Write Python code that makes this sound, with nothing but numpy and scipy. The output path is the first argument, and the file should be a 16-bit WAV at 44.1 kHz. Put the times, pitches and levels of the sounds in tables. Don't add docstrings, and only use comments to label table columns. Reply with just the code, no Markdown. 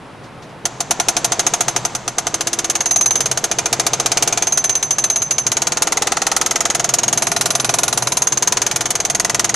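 import sys
import numpy as np
from scipy import signal
from scipy.fft import rfft, irfft, next_fast_len
from scipy.io import wavfile

SR = 44100
rng = np.random.default_rng(int(sys.argv[2]) if len(sys.argv) > 2 else 0)


def unload_audio(sound):
    columns = np.transpose(np.atleast_2d(sound))
    steps = np.round(np.clip(columns, -1, 1) * 32767)
    wavfile.write(sys.argv[1], SR, steps.astype(np.int16))


N = 421155
TIME = np.arange(N) / SR

# time_s, level_db
PUMP_LEVEL = [(0, -47), (1.85, -34), (2.1, -40), (2.9, -42.5), (3.3, -35.5), (4.3, -37.5), (5.1, -41.5),
              (5.6, -37), (6.1, -51), (6.7, -40), (7, -34), (8.3, -34.5), (8.7, -37.5)]
# frequency_hz, relative_density_db
PUMP_SPECTRUM = [(25, -18), (75, -32), (122, 8), (160, -0.5), (240, -8), (500, -41)]
SITE_SPECTRUM = [(25, -11), (140, 3.5), (400, -0.5), (900, -1.5), (3500, -17.5), (7000, -28),
                 (10500, -26.5), (12000, -47)]
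CRACK_SPECTRUM = [(250, -18.5), (700, 1.5), (1500, 0), (2400, 0), (3400, -0.5), (5000, 0.5), (5800, 4.5),
                  (6600, 4.5), (7200, 5), (7700, -1), (9800, -1), (12000, -9.5), (15000, -38.5)]
ECHO_SPECTRUM = [(100, -5.5), (330, -0.5), (750, 7), (1500, -1.5), (3000, -6), (5300, -8), (6400, -2.5),
                 (7700, -7), (11500, -31), (13500, -51)]
# frequency_hz, correlation
COHERENCE = [(30, 0.64), (120, 0.94), (500, 0.87), (1200, 0.85), (6500, 0.85), (7500, 0.24), (9000, -0.11)]
# start_s, level_db
GRIT_FALLS = [(.235, -34), (0.421, -32), (.49, -39)]
# time_s, blows_per_s
FIRST_RUN_RATE = [(.9082, 10.77), (1.32, 13.53), (1.58, 14.28), (1.92, 9.85), (2.02, 6.94), (2.37, 15.12),
                  (2.59, 17.76), (3.14, 20.96), (3.34, 16.73), (3.46, 13.6), (3.94, 14.87), (4.2, 19.22),
                  (4.48, 21.39)]
SECOND_RUN_RATE = [(5.4659, 19.56), (5.68, 19.74), (6.73, 21.05), (7.87, 21.37), (8.27, 19.56),
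                   (8.42, 19.75), (8.58, 21.22), (9.13, 20.3), (9.55, 20.4)]
# start_s, strength_db
STRAY_BLOWS = [(0.6532, -19.5), (0.8036, -21.5), (4.522, -25), (4.5735, -19), (4.6408, -19.5),
               (4.6936, -18), (4.7522, -22), (4.8268, -21.5), (4.9071, -19.5), (4.9835, -19), (5.0392, -19),
               (5.0995, -21.5), (5.159, -22), (5.219, -26), (5.3085, -19), (5.3818, -20)]
# time_s, bearing_db
TIP_BEARING = [(.65, -0.5), (.95, 6.5), (1.5, 5), (1.85, 4), (1.95, -7), (2.18, 3.5), (2.4, -3.5),
               (3.3, -3), (3.7, 5), (4.3, 2.5), (4.8, -10), (5.25, -7), (5.6, -0.5), (6.2, 1), (7.15, -1),
               (7.75, 3.5), (8.33, -5.5), (8.5, 0), (9.1, -2.5), (9.5, 1.5)]
# start_s, end_s, looseness_fraction, overtone_lift_db, pitch_drop_hz
LOOSE_CHISEL = [(0.845, 1.9, 0.15, 6.5, -11), (2.75, 3.28, 0.9, 13.5, 22), (4.346, 5.576, 0.7, 10.5, 13.5),
                (7.03, 8.395, 0.18, 12.5, 1)]
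# time_s, level_db, pitch_hz
CONTACT_MODE = [(.65, -14, 6190), (1.6, -5.5, 6500), (2, -18, 6260), (2.9, -8, 6570), (3.7, -11, 6300),
                (5.4, -7.5, 6595), (6.1, -15, 6550), (7.12, -8, 6580), (7.7, -34, 6320), (8.27, -3.5, 6460),
                (8.6, -12.5, 6350), (9.5, -10.5, 6510)]
# pitch_hz, relative_level_db, decay_s
CHISEL_OVERTONES = [(4020, 11, 0.0066), (8380, -22, 0.061), (9360, 1.5, 0.021), (11190, 5, 0.02)]
# pitch_hz, width_hz, relative_level_db
HOUSING_RESONANCES = [(337.8, 11.9, -2), (410.5, 18, -4.5), (472, 200, -5)]
KNOCK_RESONANCES = [(693, 38, -0.5), (815, 136, 2), (1001, 25, -14.5)]
CLACK_RESONANCES = [(1210, 62, -4.5), (1424, 27, -7), (2070, 16, -28.5)]
# start_s, end_s, pitch_hz, width_hz, level_db
FREED_PIECES = [(.65, 1.95, 307, 110, -20), (.7, 1.9, 900, 110, -16), (2.1, 2.945, 329, 20, -28),
                (2.947, 4.55, 463, 36, -24.5), (3.35, 4.65, 2425, 24, -28), (5.75, 6.5, 795, 55, -12.5),
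                (5.7, 6.95, 1308, 55, -16.5), (5.7, 6.9, 2020, 110, -14), (6.45, 7.953, 692, 39, -18),
                (7, 7.9, 395, 37, -24), (7.55, 8.852, 990, 72, -15.5), (8.95, 9.9, 1980, 140, -12)]

BLOW_DB, BLOW_SCATTER_DB = -19, 1
CHISEL_HZ, SEATED_DB, SEATED_DECAY_S = 6192, -17.5, 0.011
LOOSE_RISE_DB, LOOSE_EXTRA_S = 9.5, 0.025
CHOKE_S, QUIET_S = 0.015, 0.0013


def from_db(db):
    return 10 ** (np.asarray(db) / 20)


def follow(rows, when):
    time_s, *columns = np.transpose(rows)
    return [np.interp(when, time_s, column) for column in columns]


def at_hz(points, hz):
    known_hz, values = np.transpose(points)
    return np.interp(np.log(hz + 1), np.log(known_hz), values)


def colour(x, spectrum):
    size = 2 ** 19
    gain = from_db(at_hz(spectrum, np.fft.rfftfreq(size, 1 / SR)))
    gain /= np.sqrt(np.mean(gain ** 2))
    cepstrum = irfft(np.log(gain))
    cepstrum[1:size // 2] *= 2
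    cepstrum[size // 2 + 1:] = 0
    return irfft(rfft(x, size) * np.exp(rfft(cepstrum)))[..., :N]


def spread(pair):
    size = next_fast_len(N + SR // 8)
    mid, side = rfft(pair, size)
    alike = at_hz(COHERENCE, np.fft.rfftfreq(size, 1 / SR))
    stereo = np.sqrt((1 + alike) / 2) * mid + np.sqrt((1 - alike) / 2) * side * [[1], [-1]]
    return irfft(stereo, size)[:, :N]


def place(sounds, times):
    out = np.zeros((2, N + SR))
    for sound, start_s in zip(sounds, times):
        start = int(start_s * SR)
        out[:, start:start + sound.shape[-1]] += sound
    return out[:, :N]


def swell(age, rise_s, fall_s, bend):
    return (1 - np.exp(-age / rise_s)) * np.exp(-(age / fall_s) ** bend)


def spell(when, start_s, end_s, ease_s):
    return np.clip(np.minimum(when - start_s, end_s - when) / ease_s, 0, 1)


def noise_bursts(envelope, levels_db, change):
    response = rng.standard_normal((2, len(envelope)))
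    for level_db, share in zip(levels_db, np.clip(change, 0, 1)):
        response = np.sqrt(1 - share) * response + np.sqrt(share) * rng.standard_normal(response.shape)
        yield from_db(level_db) * envelope * response


def impulses(when, levels_db):
    out = np.zeros(N)
    out[np.minimum((when * SR).astype(int), N - 1)] = from_db(levels_db)
    return out


def resonate(x, hz, width_hz):
    radius, angle = np.exp(-np.pi * width_hz / SR), 2 * np.pi * hz / SR
    return signal.lfilter([0, np.sin(angle)], [1, -2 * radius * np.cos(angle), radius ** 2], x + 1e-18)


def struck(modes, when, levels_db, scatter_db):
    out, delay_s = 0, 0.00211
    for k, (hz, width_hz, mode_db) in enumerate(modes):
        push_db = levels_db + mode_db + scatter_db * rng.standard_normal(len(when))
        out += (-1) ** k * resonate(impulses(when + delay_s, push_db), hz, width_hz)
    return out


def pump():
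    drone_db, = follow(PUMP_LEVEL, TIME)
    knots = np.linspace(0, TIME[-1], num=120)
    pitch_hz = 126 + 4 * np.interp(TIME, knots, rng.standard_normal(len(knots)))
    tone = from_db(-8) * np.sin(2 * np.pi * np.cumsum(pitch_hz) / SR) * [[1], [0]]
    rumble = from_db(-1.5) * colour(rng.standard_normal((2, N)), PUMP_SPECTRUM)
    return from_db(drone_db) * (tone + rumble)


def distant_site():
    return from_db(-36.5) * colour(rng.standard_normal((2, N)), SITE_SPECTRUM)


def grit():
    envelope = swell(np.arange(SR // 8) / SR, rise_s=0.0033, fall_s=0.025, bend=1)
    when, levels_db = np.transpose(GRIT_FALLS)
    rustle = place(noise_bursts(envelope, levels_db, change=np.ones(len(when))), when)
    return signal.sosfilt(signal.butter(2, [1200, 6000], "band", fs=SR, output="sos"), rustle)


def blow_times(run):
    when = np.arange(run[0][0], run[-1][0], 1 / SR)
    rate, = follow(run, when)
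    cycles = (np.cumsum(rate) - rate[0]) / SR
    return np.interp(np.arange(int(cycles[-1]) + 1), cycles, when)


def blows():
    run_s = np.concatenate([blow_times(FIRST_RUN_RATE), blow_times(SECOND_RUN_RATE)])
    bearing_db, = follow(TIP_BEARING, run_s)
    run_db = BLOW_DB + 0.42 * bearing_db + BLOW_SCATTER_DB * rng.standard_normal(len(run_s))
    return np.transpose(sorted([*zip(run_s, run_db), *STRAY_BLOWS]))


def looseness(when):
    return sum(np.outer(values, spell(when, start_s, end_s, ease_s=0.16))
               for start_s, end_s, *values in LOOSE_CHISEL)


def valve(when, blow_db, loose):
    lead_s = 0.00462
    jolts = impulses(when - lead_s, blow_db + 5 - 9 * loose ** 2)
    return resonate(jolts, hz=438, width_hz=190)


def crack(when, blow_db, loose):
    envelope = swell(np.arange(SR // 16) / SR, rise_s=0.00069, fall_s=0.0091, bend=1.156)
    bursts = noise_bursts(envelope, blow_db + 9.5, change=0.44 + 0.5 * loose)
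    brightness = 0.51 * rng.standard_normal(len(when))
    snaps = (burst + bright * np.diff(burst, prepend=0) for burst, bright in zip(bursts, brightness))
    return colour(place(snaps, when), CRACK_SPECTRUM)


def chisel_mode(when, hz, levels_db, decay_s, free_s, detune_hz, rough):
    knots = np.arange(0, 1 / 6, 1 / 300)
    rings = []
    for centre_hz, level_db, fall_s, until_s in np.broadcast(hz, levels_db, decay_s, free_s):
        age = np.arange(0, 3.5 * fall_s, 1 / SR)
        pitch_hz = centre_hz + detune_hz * rng.standard_normal()
        phase = 2 * np.pi * (pitch_hz * age + rng.random())
        rattle = rng.standard_normal((2, len(knots))) + 1j * rng.standard_normal((2, len(knots)))
        mid, side = (rough * np.interp(age, knots, row) for row in rattle)
        modulation = (1 + mid + 0.93 * side * [[1], [-1]]) / np.sqrt(1 + 2 * rough ** 2)
        tone = np.real(modulation * np.exp(1j * phase))
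        envelope = swell(age, rise_s=0.00087, fall_s=fall_s, bend=1.26)
        choke = np.clip((until_s - age) / CHOKE_S, 0, 1)
        rings.append(from_db(level_db) * envelope * choke * tone)
    return place(rings, when)


def chisel(when, loose, lift_db, drop_hz):
    free_s = np.diff(when, append=np.inf) - QUIET_S
    main_hz = CHISEL_HZ - drop_hz
    main_db = SEATED_DB + LOOSE_RISE_DB * loose
    main_s = SEATED_DECAY_S + LOOSE_EXTRA_S * loose
    main = chisel_mode(when, main_hz, main_db, main_s, free_s, detune_hz=8, rough=0.2)
    tip_db, tip_hz = follow(CONTACT_MODE, when)
    tip = chisel_mode(when, tip_hz, tip_db, decay_s=0.011, free_s=free_s, detune_hz=36, rough=0.53)
    flight_s = rng.uniform(0.01, 0.038, len(when))
    rebound = chisel_mode(when + flight_s, main_hz, main_db - 19 + 14 * loose,
                          decay_s=0.028, free_s=free_s - flight_s, detune_hz=25, rough=0.3)
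    overtones = sum(chisel_mode(when, hz, db + lift_db - 41.5, decay_s, free_s, detune_hz=10.4, rough=0.98)
                    for hz, db, decay_s in CHISEL_OVERTONES)
    balance = from_db([[-1.6], [1.2]])
    return balance * (main + rebound) + tip + overtones


def echoes(when, blow_db, bearing_db, loose):
    envelope = swell(np.arange(SR // 3) / SR, rise_s=0.0049, fall_s=0.081, bend=0.45)
    tails = noise_bursts(envelope, blow_db - 9.5 + 0.078 * bearing_db, change=0.15 + 0.5 * loose ** 2)
    return colour(place(tails, when), ECHO_SPECTRUM)


def housing(when, blow_db):
    return struck(HOUSING_RESONANCES, when, blow_db - 11, scatter_db=1.5)


def wall(when, bearing_db):
    knock = struck(KNOCK_RESONANCES, when, -19 + 0.89 * bearing_db, scatter_db=1.2)
    clack = struck(CLACK_RESONANCES, when, -20.5 + 0.78 * bearing_db, scatter_db=2)
    return knock + clack


def pieces(when):
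    out, least_lag_s = 0, 0.001486
    for start_s, end_s, *mode in FREED_PIECES:
        hit_s = when + least_lag_s * (1 + rng.random(len(when)))
        ringing = struck([mode], hit_s, levels_db=0, scatter_db=1.1)
        out += spell(TIME, start_s, end_s, ease_s=0.23) * ringing
    return out


def scene():
    when, blow_db = blows()
    bearing_db, = follow(TIP_BEARING, when)
    loose, lift_db, drop_hz = looseness(when)
    bodies = valve(when, blow_db, loose) + housing(when, blow_db) + wall(when, bearing_db) + pieces(when)
    knocks = signal.sosfilt(signal.butter(1, 120, "high", fs=SR, output="sos"), bodies)
    impacts = crack(when, blow_db, loose) + echoes(when, blow_db, bearing_db, loose)
    diffuse = spread(impacts + pump() + distant_site() + grit())
    return diffuse + knocks + chisel(when, loose, lift_db, drop_hz)


def record(dry):
    ceiling, stopband_hz = 1.1, 16000
    rounded = ceiling * np.tanh(dry / ceiling)
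    return signal.sosfilt(signal.cheby2(12, 70, stopband_hz, fs=SR, output="sos"), rounded)


dry = scene()
out = record(dry)
unload_audio(out)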